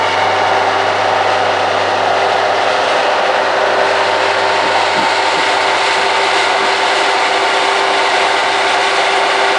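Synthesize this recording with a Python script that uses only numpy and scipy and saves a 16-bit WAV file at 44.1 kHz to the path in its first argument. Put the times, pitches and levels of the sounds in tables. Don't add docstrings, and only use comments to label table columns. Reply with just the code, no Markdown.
import sys
import numpy as np
from scipy import signal
from scipy.fft import rfft, irfft, next_fast_len
from scipy.io import wavfile

SR = 44100
rng = np.random.default_rng(int(sys.argv[2]) if len(sys.argv) > 2 else 0)


def put_to_file(sound):
    columns = np.atleast_2d(sound).T
    safe = np.clip(columns, -1, 1)
    whole_steps = np.round(safe * 32767)
    wavfile.write(sys.argv[1], SR, whole_steps.astype(np.int16))


N = 422478


def from_db(db):
    return 10 ** (np.asarray(db) / 20)


def unit_rms(x):
    return x / np.sqrt(np.mean(x ** 2) + 1e-20)


def in_time(rows):
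    return np.interp(np.arange(N) / SR, *np.transpose(rows))


def at_place(place, levels_db):
    return np.interp(place, np.arange(len(levels_db)), levels_db)


def drift(rate_hz, hop=100):
    pole = np.exp(-2 * np.pi * rate_hz * hop / SR)
    white = rng.standard_normal(N // hop + 2002)
    slow = signal.lfilter([1], [1, -2 * pole, pole * pole], white)[2000:]
    return np.interp(np.arange(N) / hop, np.arange(len(slow)), unit_rms(slow))


def colour(x, spectrum, skirt_db_per_octave=-40):
    size = next_fast_len(N)
    hz = np.maximum(np.arange(size // 2 + 1) * SR / size, 1)
    points_hz, points_db = np.transpose(spectrum)
    db = np.interp(np.log(hz), np.log(points_hz), points_db)
    db += skirt_db_per_octave * np.log2(np.maximum(hz / points_hz[-1], 1))
    return irfft(rfft(x, size) * from_db(db), size)[:N]


def band_rms(x, low_hz, high_hz):
    bandpass = signal.butter(2, [low_hz, high_hz], "band", fs=SR, output="sos")
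    return np.std(signal.sosfiltfilt(bandpass, x))


def tone(cycles, level_db, waver_db, rough):
    phase = 2 * np.pi * (cycles + rng.random()) + rough * drift(14)
    amplitude = np.sqrt(2) * from_db(level_db + waver_db * drift(0.94))
    return amplitude * (1 + rough * drift(24)) * np.sin(phase)


def thuds():
    # centre in seconds, level in dB, Gaussian sigma in seconds.
    swells = [(4.68, -27.5, 0.033), (4.99, -22.5, 0.022), (5.032, -25, 0.017), (5.388, -27, 0.017),
              (6.014, -34, 0.034), (6.628, -28, 0.017)]
    # frequency in Hz, relative rumble level in dB.
    spectrum = [(40, -31), (100, -18), (150, -4.5), (240, -2), (330, 2.5), (600, -13), (2000, -52)]
    t = np.arange(N) / SR
    envelope = sum(from_db(db) * np.exp(-.5 * ((t - at_s) / sigma_s) ** 2) for at_s, db, sigma_s in swells)
    return envelope * unit_rms(colour(rng.standard_normal(N), spectrum))


def auger_scrapes_db(attack_s=0.063, release_s=0.069):
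    # centre in seconds, swell or dip in dB.
    scrapes = [(.1, 2.5), (2.7, 3), (2.93, 5.5), (3.9, 3.5), (4.95, -1.5), (5.42, 1), (5.9, 2.5),
               (6.4, 2.5), (6.98, 2.5), (7.58, 2), (7.9, -0.5), (8.17, 1.5), (8.87, 2), (9.55, -1)]
    t = np.arange(N) / SR
    return sum(db * np.exp(-.5 * ((t - at_s) / np.where(t < at_s, attack_s, release_s)) ** 2)
               for at_s, db in scrapes)


def oil_and_grit(level_db, grit_per_s=500, grit_db=-9, trim_db=-1):
    # frequency in Hz, relative hiss level in dB.
    spectrum = [(3000, -18), (5500, -6), (6500, 2), (8100, 2), (9000, 0), (10000, -4)]
    tick_chance = grit_per_s * from_db(4 * drift(5)) / SR
    grit = (rng.random(N) < tick_chance) * rng.standard_normal(N)
    hiss = colour(rng.standard_normal(N) + from_db(grit_db) * unit_rms(grit), spectrum)
    return from_db(level_db + trim_db) * unit_rms(hiss)


def exhaust(crank_turns):
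    # time in seconds, firing tone level in dB.
    firing_levels = [(0.1, -38.5), (1.59, -36.5), (2.59, -41), (3.21, -49), (4.08, -40), (6.3, -49),
                     (8.06, -51), (8.27, -47), (9.5, -49)]
    # multiple of crank speed, dB relative to the firing tone.
    orders = [(2, 0), (3.5, -16), (4, -7)]
    firing_db = in_time(firing_levels)
    return sum(tone(order * crank_turns, firing_db + db, waver_db=1.0, rough=.05) for order, db in orders)


def fan(crank_turns, near_drill, blades_per_crank_turn=10.63):
    passes = blades_per_crank_turn * crank_turns
    level_db = np.interp(near_drill, [0, 1], [-34, -31.5])
    hum = tone(passes, level_db, waver_db=0.5, rough=0.27)
    return hum + tone(2 * passes, level_db - 9, waver_db=6.0, rough=0.14)


def engine_block(crank_turns, place):
    # multiple of crank speed, level in dB at places 0 to 3.
    orders = [(5.5, -43.5, -37.5, -45, -59), (10, -47, -47, -39.5, -36.5), (12, -42, -28.5, -31.5, -47),
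              (14, -34, -27.5, -44, -39), (15.5, -26, -29, -38, -39), (16, -39, -34, -35, -42.5),
              (17, -32, -39, -44, -43), (19, -32, -34, -39, -46), (24, -35, -41, -35, -44),
              (26, -42, -32.5, -40, -50)]
    return sum(tone(order * crank_turns, at_place(place, levels_db), waver_db=2.0, rough=0.1)
               for order, *levels_db in orders)


def pump(pump_turns, place):
    # multiple of shaft speed, level in dB at places 0 to 4.
    strong_orders = [(7, -31.5, -29.5, -28, -27, -26), (9, -33, -28, -25.5, -35, -36),
                     (11, -26, -25, -22.5, -27, -40), (16, -22, -32.5, -26.5, -21.5, -25.5)]
    # multiple of shaft speed, level in dB.
    weak_orders = [(2, -55.5), (3, -53), (13, -30), (14, -38), (18, -35.5), (20, -36), (25, -34.5),
                   (26, -35), (40, -41.5), (51, -39.5), (102, -55)]
    strong = sum(tone(order * pump_turns, at_place(place, levels_db), waver_db=.5, rough=.06)
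                 for order, *levels_db in strong_orders)
    weak = sum(tone(order * pump_turns, db, waver_db=1.9, rough=0.18) for order, db in weak_orders)
    return strong + weak


def pump_speed_hz(free_hz=56.23, sag_hz=.2, bite_s=4.2, settle_s=1.7):
    digging_s = np.maximum(np.arange(N) / SR - bite_s, 0)
    return free_hz - sag_hz * (1 - np.exp(-digging_s / settle_s))


def panel_resonances(x, place):
    # centre in Hz, width in Hz, gain in dB.
    engine_peaks = [(1150, 110, 3.5), (1570, 120, -1.5), (1700, 150, 3), (2230, 210, 5.5), (2480, 330, -8),
                    (2920, 150, 5.5), (3130, 160, -6)]
    rear_peaks = [(580, 160, 4), (1050, 170, -4), (1200, 210, 2.5), (1540, 130, -2), (1710, 150, 1.5),
                  (2290, 250, -9), (4250, 280, 1.5)]
    front_peaks = [(462, 91, -4), (556, 86, 7.5), (656, 60, 1.5), (770, 79, -6), (1130, 220, -1),
                   (1496, 120, 4), (1850, 160, 3), (2180, 300, -4.5), (4100, 250, 2)]
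    cab_peaks = [(475, 64, -6.5), (937, 100, 6), (1770, 160, -3.5), (2070, 210, 2), (2390, 130, -7),
                 (4250, 900, 4), (5200, 320, 2.5), (6150, 540, -2.5), (7260, 1300, 4)]
    drill_peaks = [(449, 72, -11), (711, 45, 5.5), (983, 100, -5), (1148, 95, 4.5), (1320, 120, -5),
                   (1424, 130, 2), (1796, 104, -8), (2110, 230, 1), (2560, 210, -3.5), (2940, 200, 1.5),
                   (3200, 180, -4), (3590, 170, 4.5)]
    size = next_fast_len(N)
    hz = np.arange(size // 2 + 1) * SR / size
    spectrum, heard = rfft(x, size), 0
    for k, peaks in enumerate((engine_peaks, rear_peaks, front_peaks, cab_peaks, drill_peaks)):
        gain_db = sum(db * .5 ** ((2 * (hz - at_hz) / width_hz) ** 2) for at_hz, width_hz, db in peaks)
        weight = np.maximum(1 - abs(place - k), 0)
        heard += weight * irfft(spectrum * from_db(gain_db), size)[:N]
    return heard


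def combustion_knocks(crank_turns, repeat_share):
    cycle_samples = int(N * 2 / crank_turns[-1])
    index = (crank_turns / 2 % 1 * cycle_samples).astype(int)
    patterns = rng.standard_normal((2, cycle_samples))
    mix_rad = drift(0.31)
    repeating = np.cos(mix_rad) * patterns[0][index] + np.sin(mix_rad) * patterns[1][index]
    return np.sqrt(repeat_share) * repeating + np.sqrt(1 - repeat_share) * rng.standard_normal(N)


def engine(crank_turns, pump_turns, near_drill, roar_db, clatter_db, split_hz=1800, roar_trim_db=-1.67):
    # frequency in Hz, relative level in dB.
    by_engine = [(30, -42), (70, -41.5), (130, -27), (280, -20), (370, -9.5), (470, -10.5), (620, -7.5),
                 (780, -0.5), (1030, -9.5), (1300, -10.5), (2150, -13.5), (4200, -23), (6000, -32)]
    by_drill = [(30, -42.5), (70, -40), (140, -33), (260, -20), (375, -6), (540, -7.5), (770, -2),
                (1020, -8), (1750, -8.5), (2100, -9.5), (3000, -14.5), (4300, -19), (6000, -29)]
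    knocks = combustion_knocks(crank_turns, repeat_share=np.interp(near_drill, [0, 1], [.16, .09]))
    lowpass = signal.butter(4, split_hz, fs=SR, output="sos")
    roar, clatter = 0, 0
    for spectrum, weight in ((by_engine, 1 - near_drill), (by_drill, near_drill)):
        body = colour(knocks, spectrum)
        low = signal.sosfiltfilt(lowpass, body)
        roar += weight * low / band_rms(body, 625, 880)
        clatter += weight * (body - low) / band_rms(body, 1850, 5500)
    shake = 1 + 0.047 * np.cos(2 * np.pi * 2 * pump_turns)
    return from_db(roar_db + roar_trim_db) * roar + from_db(clatter_db) * clatter * shake


def scene(pump_per_crank=1.1445, soil_spread_db=0.82):
    # time in seconds, listener's place.
    walk = [(0, 0), (.7, 0.5), (1.6, 1), (2.6, 0.94), (3.7, 2), (4.3, 2.5), (5.1, 3), (5.6, 3.5),
            (6.6, 3.5), (9.58, 4)]
    roar_levels = (-17.5, -18, -17.5, -20, -19)
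    clatter_levels = (-23, -23, -23.5, -20.5, -19.5)
    hiss_levels = (-43.5, -43.5, -43.5, -36.5, -34.5)
    place = in_time(walk)
    near_drill = np.interp(place, [1.4, 3.1], [0, 1])
    pump_turns = np.cumsum(pump_speed_hz()) / SR
    crank_turns = pump_turns / pump_per_crank
    scrape_db = auger_scrapes_db()
    soil_db = soil_spread_db * drift(20)
    clatter_db = at_place(place, clatter_levels) + 0.5 * scrape_db + soil_db
    hiss_db = at_place(place, hiss_levels) + scrape_db + soil_db
    noise = engine(crank_turns, pump_turns, near_drill, at_place(place, roar_levels), clatter_db)
    noise += oil_and_grit(hiss_db)
    tones = exhaust(crank_turns) + engine_block(crank_turns, place)
    tones += pump(pump_turns, place) + fan(crank_turns, near_drill)
    return (panel_resonances(noise, place) + tones + thuds())[None]


def record(dry, ceiling=.95, cutoff_hz=10050):
    rounded = dry / (1 + (dry / ceiling) ** 8) ** (1 / 8)
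    lowpass = signal.firwin(801, cutoff_hz, fs=SR, window="blackman")
    return signal.fftconvolve(rounded, lowpass[None], mode="same")


dry = scene()
out = record(dry)
put_to_file(out)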